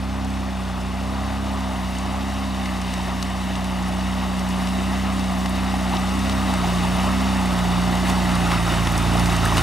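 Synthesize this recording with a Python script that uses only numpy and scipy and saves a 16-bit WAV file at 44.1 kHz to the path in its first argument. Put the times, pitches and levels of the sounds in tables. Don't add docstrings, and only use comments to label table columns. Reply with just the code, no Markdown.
import sys
import numpy as np
from scipy import signal
from scipy.fft import rfft, irfft, next_fast_len
from scipy.io import wavfile
from scipy.ndimage import uniform_filter1d, map_coordinates

SR = 44100
rng = np.random.default_rng(int(sys.argv[2]) if len(sys.argv) > 2 else 0)


def linear_from_db(decibels):
    return 10 ** (np.asarray(decibels, float) / 20)


def file_out(sig):
    cols = np.atleast_2d(sig).T
    lim = np.clip(cols, -1, 1)
    pcm = np.round(lim * 32767).astype(np.int16)
    wavfile.write(sys.argv[1], SR, pcm)


N = 424241


def unit(x):
    return x / np.sqrt(np.mean(x ** 2) + 1e-20)


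def along(points, hz):
    f, value = np.transpose(points)
    return np.interp(np.log(hz + 1), np.log(f + 1), value)


def curves(rows):
    s, *columns = np.transpose(rows)
    return [np.interp(np.arange(N) / SR, s, column) for column in columns]


def swells(rows):
    s, first, half_s, second = np.transpose(rows)[:, :, None]
    t = np.arange(0, N + 64, 64) / SR
    bump = np.cos(np.clip((t - s) / half_s, -1, 1) * np.pi / 2) ** 2
    sums = [(height * bump).sum(axis=0) for height in (first, second)]
    return [np.interp(np.arange(N) / SR, t, total) for total in sums]


def wobble(rate):
    return map_coordinates(rng.standard_normal(2000), [np.arange(N) * rate / SR])


def filtered(x, response):
    m = next_fast_len(N + 8192)
    return irfft(rfft(x, m) * response(np.fft.rfftfreq(m, 1 / SR)), m)[..., :N]


def coloured(x, spectrum):
    lowest, highest = spectrum[0][0], spectrum[-1][0]
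    closed = [(lowest / 2, -120), *spectrum, (highest * 2, -120)]
    return unit(filtered(x, lambda hz: linear_from_db(along(closed, hz))))


def patchy(patchy_db):
    z = signal.stft(rng.standard_normal(N), nperseg=256)[2]
    field = uniform_filter1d(rng.standard_normal(z.shape), size=5, axis=0)
    field = uniform_filter1d(field, size=6, axis=1)
    return signal.istft(z * linear_from_db(patchy_db * unit(field)), nperseg=256)[1][:N]


def bubbles(when, hz, cycles, size, rise):
    t = np.arange(400) / SR
    turns = hz[:, None] * t
    life = turns / cycles
    ring = np.sin(2 * np.pi * turns * (1 + rise * life))
    wave = size[:, None] * ring * life * np.exp(-3 * life) * 8
    at = (when * SR).astype(int)[:, None] + np.arange(400)
    return np.bincount(at.ravel(), wave.ravel(), N + SR)[:N]


def grains(count, mid_hz, spread, cycles, spiky_db):
    u, g = rng.random((count, 2)), rng.standard_normal(count)
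    hz = np.clip(mid_hz * np.exp(spread * g), 200, 15000)
    size = linear_from_db(-spiky_db * np.log(u[:, 1] + .004))
    return unit(bubbles(u[:, 0] * N / SR, hz, cycles, size, rise=0.18))


# (t/s, firing rate f/Hz)
ENGINE_SPEED = [
    (0, 61.62),
    (5.6, 61.98),
    (6.7, 59.58),
    (7.7, 59.58),
    (8.9, 56.92),
    (9.62, 55.73),
]
# (t/s, rise f/Hz, half length/s, throttle level/dB)
GOVERNOR_SURGES = [(.25, 3.8, .6, 4.5), (1.35, 4.78, 0.66, 5.5), (2.34, 4.04, 0.58, 4),
                   (3.38, 1.16, 0.42, 1.3), (4.13, 1.07, 0.35, 2.5), (5.02, 1.98, 0.45, 4),
                   (5.68, 1.44, 0.39, 3.5), (6.32, 4.35, .45, 5.5), (7.22, 4.28, 0.52, 5),
                   (8.16, 2.53, 0.47, 2), (9.22, 2.1, 0.31, 3.1)]
# (t/s, level/dB)
APPROACH = [
    (0, -0.5),
    (3, 1),
    (4.5, 4),
    (6, 4),
    (7.5, 6),
    (8.5, 6.5),
    (9.62, 6),
]
# (multiple of firing rate, level/dB, share of approach, dB per Hz of speed, share of throttle)
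MAIN_TONES = [(1, -47, 0.033, -0.84, 1.14), (2, -43, 0.021, .01, 1), (3, -29.5, 1.09, 0.13, 0.077),
              (4, -33.5, 0.68, -0.4, 0.58), (1.5, -54, .07, -1.44, 1.4)]
# (multiple of firing rate, main tone it follows, level against that/dB)
UNEVEN_TONES = [(.5, 1, -39), (2.5, 2, -35), (3.5, 2, -18), (4.5, 3, -19), (6, 2, -18)]
# (f/Hz, level/dB)
EXHAUST_PIPE = [(113, 16), (120, 9), (126, -1.5), (170, -4.5), (177, -0.3), (198, -2), (230, -10.5),
                (262, -3)]
# (f/Hz, width/Hz)
SILENCER_BOX = (100.6, 2.6)


def engine():
    rise_hz, throttle_db = swells(GOVERNOR_SURGES)
    throttle_db = np.interp(np.arange(N) + 0.023 * SR, np.arange(N), throttle_db)
    firing_hz = curves(ENGINE_SPEED)[0] + rise_hz
    near_db = curves(APPROACH)[0]
    over_cruise_hz = firing_hz - 62

    tone_db = []
    for k, db, closer, slope, push in MAIN_TONES:
        level = db + along(EXHAUST_PIPE, k * firing_hz)
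        level = level + closer * near_db + slope * over_cruise_hz + push * throttle_db
        tone_db.append(level + 0.036 * k ** 2 * wobble(4) + 0.17 * wobble(16))

    turn = 2 * np.pi * np.cumsum(firing_hz * (1 + 0.0026 * wobble(16))) / SR
    box_hz, width_hz = SILENCER_BOX

    def tone(k, db):
        hz = k * firing_hz
        lag = np.arctan2(hz * width_hz, box_hz ** 2 - hz ** 2)
        return linear_from_db(db + 0.022 * k * wobble(12)) * np.sqrt(2) * np.sin(k * turn - lag)

    hum = sum(tone(row[0], db) for row, db in zip(MAIN_TONES, tone_db))
    hum += tone(5, 1.85 * tone_db[1] + 13.5 + 2.2 * wobble(5))
    for k, lead, db in UNEVEN_TONES:
        hum += tone(k, tone_db[int(lead) - 1] + db + .45 * k * wobble(3))
    return hum


# (t/s, level/dB, heaviness/dB)
WADING_WATER = [(0.0, -41, -1.5), (0.43, -40.5, -1), (1.6, -38, 0.5), (3.24, -36.5, -1.5), (3.8, -37, 0),
                (5.01, -34.5, -1), (5.49, -35.5, -0.5), (6.67, -31.5, 0), (7.45, -32.5, 0.5),
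                (8.41, -30.5, 0.5), (9.43, -30, -0.5), (9.62, -27.5, 0)]
# (t/s, level/dB, half length/s, heaviness/dB)
LUG_SPLASHES = [(.21, 0, 0.1, 1.5), (1.12, 0, 0.26, 1), (1.93, 0.5, 0.19, -1.5), (2.09, 0, .07, 2.5),
                (2.92, 0.5, .1, -1), (3.1, 0, 0.074, 3.5), (4.44, -1, 0.039, 0.5), (5.09, 0, .1, 2.5),
                (5.49, 0, .06, 0), (5.95, 2.5, 0.031, 2.5), (6.6, -0.5, 0.13, 1.5), (7.02, 0.5, 0.097, 1.5),
                (8.09, 4, 0.056, -1.5), (8.525, 2.5, 0.027, 2), (8.71, 1, .08, 0.5), (9.16, 1, 0.1, 1.5),
                (9.27, 0.5, .05, 1), (9.46, 2, 0.06, 0.8), (9.58, 4, 0.024, .3)]
# (level over the middle wading/dB, growth with wading, answer to heaviness)
WATER_LAYERS = [
    (-5.5, 0.88, 0.65),
    (4.5, 0.58, 0.86),
    (2, 0.93, -0.14),
    (-9, 1.07, -0.24),
]
# (f/Hz, level/dB)
RUMBLE_COLOUR = [(20, -18), (45, -14), (70, -3.5), (140, -5), (220, -3), (300, 3), (400, -0.5), (520, -13),
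                 (800, -18)]
CHURN_COLOUR = [(300, -38), (480, -7.5), (620, -1.5), (760, -1), (950, -6), (1200, -3.5), (1500, -8),
                (2200, -39), (4000, -39)]
SPRAY_COLOUR = [(900, -51), (1500, -5.5), (1900, 0.5), (2800, -1.5), (3800, -4), (4600, -8), (5500, -8.5),
                (6500, -12.5), (9000, -29.5), (13000, -55)]
MIST_COLOUR = [(3500, -2), (6000, -4.5), (8000, -0.5), (10000, -2.5), (12000, -9), (14000, -10.5),
               (16000, -15)]
# (f/Hz, level/dB)
BOW_WAVE_COLOUR = [(900, -36), (1250, 8), (1500, 1.5), (1800, -6), (2400, -41)]


def wash():
    wading_db, heavy_db = curves(WADING_WATER)
    splash_db, thick_db = swells(LUG_SPLASHES)
    middle = wading_db.mean()
    thrown_db = wading_db + splash_db - middle
    heaviness_db = heavy_db + thick_db
    rumble_db, churn_db, spray_db, mist_db = [middle + db + grows * thrown_db + leans * heaviness_db
                                              for db, grows, leans in WATER_LAYERS]
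    surge, flick = wobble(16), wobble(45)

    churn_bubbles = grains(count=6000, mid_hz=849, spread=0.358, cycles=2.9, spiky_db=2.5)
    spray_bubbles = grains(count=8000, mid_hz=3300, spread=0.447, cycles=3.6, spiky_db=3.0)
    mist_bubbles = grains(count=12000, mid_hz=10100, spread=0.414, cycles=7.2, spiky_db=2.5)
    rumble = coloured(patchy(0.71), RUMBLE_COLOUR)
    churn = coloured(patchy(0.68) + .12 * churn_bubbles, CHURN_COLOUR)
    spray = coloured(patchy(1.0) + 0.2 * spray_bubbles, SPRAY_COLOUR)
    mist = coloured(patchy(1.0) + 0.43 * mist_bubbles, MIST_COLOUR)
    bow_wave = coloured(patchy(3.1), BOW_WAVE_COLOUR)

    low = linear_from_db(rumble_db + 5.5) * rumble
    low += linear_from_db(churn_db - 1.11 + 0.25 * surge) * churn
    low += linear_from_db(spray_db - 2.58 + 0.41 * surge + 0.18 * flick) * spray
    high = linear_from_db(mist_db - 0.84 + 0.26 * surge + 0.44 * flick) * mist
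    high += linear_from_db(2.456 * churn_db + 29.5 + 1.2 * surge) * bow_wave
    return low, high


# (t/s, level over the wash/dB, centre f/Hz, width/octaves)
CLEAR_DROPS = [(.2471, 6, 7470, 0.32), (1.7215, 7, 11060, .17), (1.986, 13, 7510, 0.13),
               (2.6583, 5, 4250, .8), (2.8165, 7.5, 7550, 0.81), (2.9387, 9, 6000, 0.68),
               (3.2275, 6.5, 6050, 1.2), (3.6448, 7, 8910, .62), (4.394, 7, 8160, 0.34),
               (4.4902, 7, 9570, 0.31), (4.673, 7, 3590, .63), (5.4596, 6, 7140, 1.3),
               (5.4941, 11, 11470, .3), (5.969, 9, 4740, 0.24), (6.297, 7, 4820, 0.52),
               (6.539, 7, 6440, 1.2), (7.9539, 6, 9470, 0.33), (8.0998, 3, 10210, 0.48),
               (8.3545, 9, 9480, 0.39), (8.5185, -1, 3680, 1.14), (8.8722, 4, 3280, 0.73),
               (8.92, 6, 11010, 0.26), (8.9789, 8, 10280, 0.46), (9.1969, 5, 7110, .71),
               (9.2586, 7.5, 8760, 0.56), (9.2688, 5, 9400, 0.32), (9.366, 8, 8510, 0.51),
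               (9.4535, 7, 11950, 0.38), (9.5717, 2, 8740, 1.3), (9.5812, 4, 5580, 1.4)]
# (level/dB, level/dB)
FAINT_RANGE = (-3, 3.5)


def falling_drops(faint_count):
    u, g = rng.random((faint_count, 2)), rng.standard_normal((faint_count, 2))
    db = np.interp(u[:, 1], (0, 1), FAINT_RANGE)
    hz = 8000 * np.exp(.35 * g[:, 0])
    octaves = .4 * np.exp(.3 * g[:, 1])
    return np.r_[CLEAR_DROPS, np.c_[u[:, 0] * N / SR, db, hz, octaves]]


def ticks(spray, drops):
    hz, t, z = signal.stft(spray, SR, nperseg=64, noverlap=48)
    flash = np.zeros(z.shape)
    tick_ms = 3.5
    for s, db, mid_hz, octaves in drops:
        near = slice(*np.searchsorted(t, [s - .02, s + .04]))
        u = (t[near] - s) / (tick_ms * 0.0006 + 0.0006)
        band = np.exp(-.25 * (np.log2((hz + 1) / mid_hz) / (1.34 * octaves)) ** 2)
        puff = np.where(u < 0, np.exp(-3.5 * u ** 2), np.exp(-.9 * abs(u)))
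        flash[:, near] += linear_from_db(db + 3.5) * np.outer(band, puff)
    return signal.istft(z * flash, SR, nperseg=64, noverlap=48)[1][:N]


# (t/s, peak level/dB, f/Hz)
AIR_POCKETS = [(2.053, -12, 697), (2.729, -18, 990), (2.997, -13, 856), (3.817, -20, 850), (5.74, -7, 716),
               (5.855, -9.5, 740), (5.918, -11, 733), (5.937, -8, 860), (6.5, -12, 786),
               (6.535, -11.5, 730), (6.642, -7, 710), (6.848, -6, 804), (7.041, -7.5, 778),
               (8.082, -12, 770), (8.091, -15, 1220), (8.097, -7, 779), (8.178, -13, 856),
               (8.515, -7, 1890), (8.529, -9, 913), (8.532, -9, 1890), (9.474, -13, 2100),
               (8.679, -4, 1224), (8.87, -13, 929), (8.921, -12, 783), (9.122, -12, 754),
               (9.153, -2.5, 635), (9.46, -3, 1534), (9.523, -6, 1016), (9.568, -18, 993)]


def plops():
    s, db, hz = np.transpose(AIR_POCKETS)
    return bubbles(s, hz, cycles=3.7, size=linear_from_db(db - 11), rise=0.072)


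# (f/Hz, level/dB)
WATER_SHINE = [(300, 0), (4000, -1), (7000, -2), (12000, 0), (15000, -8)]
# (f/Hz, phase/rad)
RIPPLE_PHASE = [(450, 0.084), (1500, 1.16), (6000, 3.23), (12000, 2.1)]


def mirrored(x, delay_ms, db):
    glance = filtered(x, lambda hz: linear_from_db(along(WATER_SHINE, hz)) * np.exp(1j * along(RIPPLE_PHASE, hz)))
    late = map_coordinates(glance, [np.arange(N) - delay_ms * SR / 1000])
    return (x + linear_from_db(db) * late) / np.sqrt(1 + linear_from_db(db) ** 2)


# (f/Hz, phase/rad)
PORT_LEAD = [(30, .3), (60, .36), (150, .7), (450, .95), (1000, .6), (1600, .42), (3000, .17), (7000, .1),
             (15000, 0)]
# (f/Hz, level/dB)
PORT_BALANCE = [(60, -3.4), (190, -2.6), (400, -2), (800, -.5), (1500, 0), (3000, .2), (6500, .6),
                (9500, -.9), (15000, -1.2)]


def two_ports(x):
    def response(hz):
        half = linear_from_db(along(PORT_BALANCE, hz) / 2) * np.exp(-.5j * along(PORT_LEAD, hz))
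        return np.array([half, 1 / half]) * 2 / abs(half + 1 / half)
    return filtered(x, response)


# (t/s, wheel delay/ms, wheel level/dB, mist delay/ms, mist level/dB)
WATER_PATHS = [
    (0, 1.23, -13, 1.187, -8),
    (1.5, 1.19, -10, 1.156, -11),
    (1.62, 1.174, -8.5, 1.3, -11),
    (9.62, 1.186, -8.5, 0.88, -11),
]
# (t/s, left minus right level/dB)
VEHICLE_SIDE = [
    (0.0, 1.55),
    (6.21, 1.45),
    (8.65, .1),
    (9.62, 0),
]
# (f/Hz, level/dB)
SCATTERED = [(60, -36), (300, -29), (1000, -19), (3000, -16.5), (6000, -15.5), (9000, -18.5), (15000, -18)]


def scene():
    wheel_ms, wheel_db, mist_ms, mist_db = curves(WATER_PATHS)
    low, mist = wash()
    far_low, far_mist = wash()
    drops = falling_drops(faint_count=60)
    low = mirrored(low + ticks(far_low, drops) + plops(), wheel_ms, wheel_db)
    mist = mirrored(mist + ticks(far_mist, drops), mist_ms, mist_db)

    side_db = curves(VEHICLE_SIDE)[0]
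    hull = two_ports(low + engine()) * linear_from_db([side_db / 2, -side_db / 2])
    haze = two_ports(mist) * linear_from_db([[.6], [-.6]])
    scatter = filtered(far_low + far_mist, lambda hz: linear_from_db(along(SCATTERED, hz)))
    return hull + haze + scatter * [[1], [-1]]


def top_cut(x):
    return signal.sosfilt(signal.butter(12, 15960, fs=SR, output="sos"), x)


def record(dry):
    mix = filtered(dry, lambda hz: hz < 15770)
    return top_cut(mix)


dry = scene()
out = record(dry)
file_out(out)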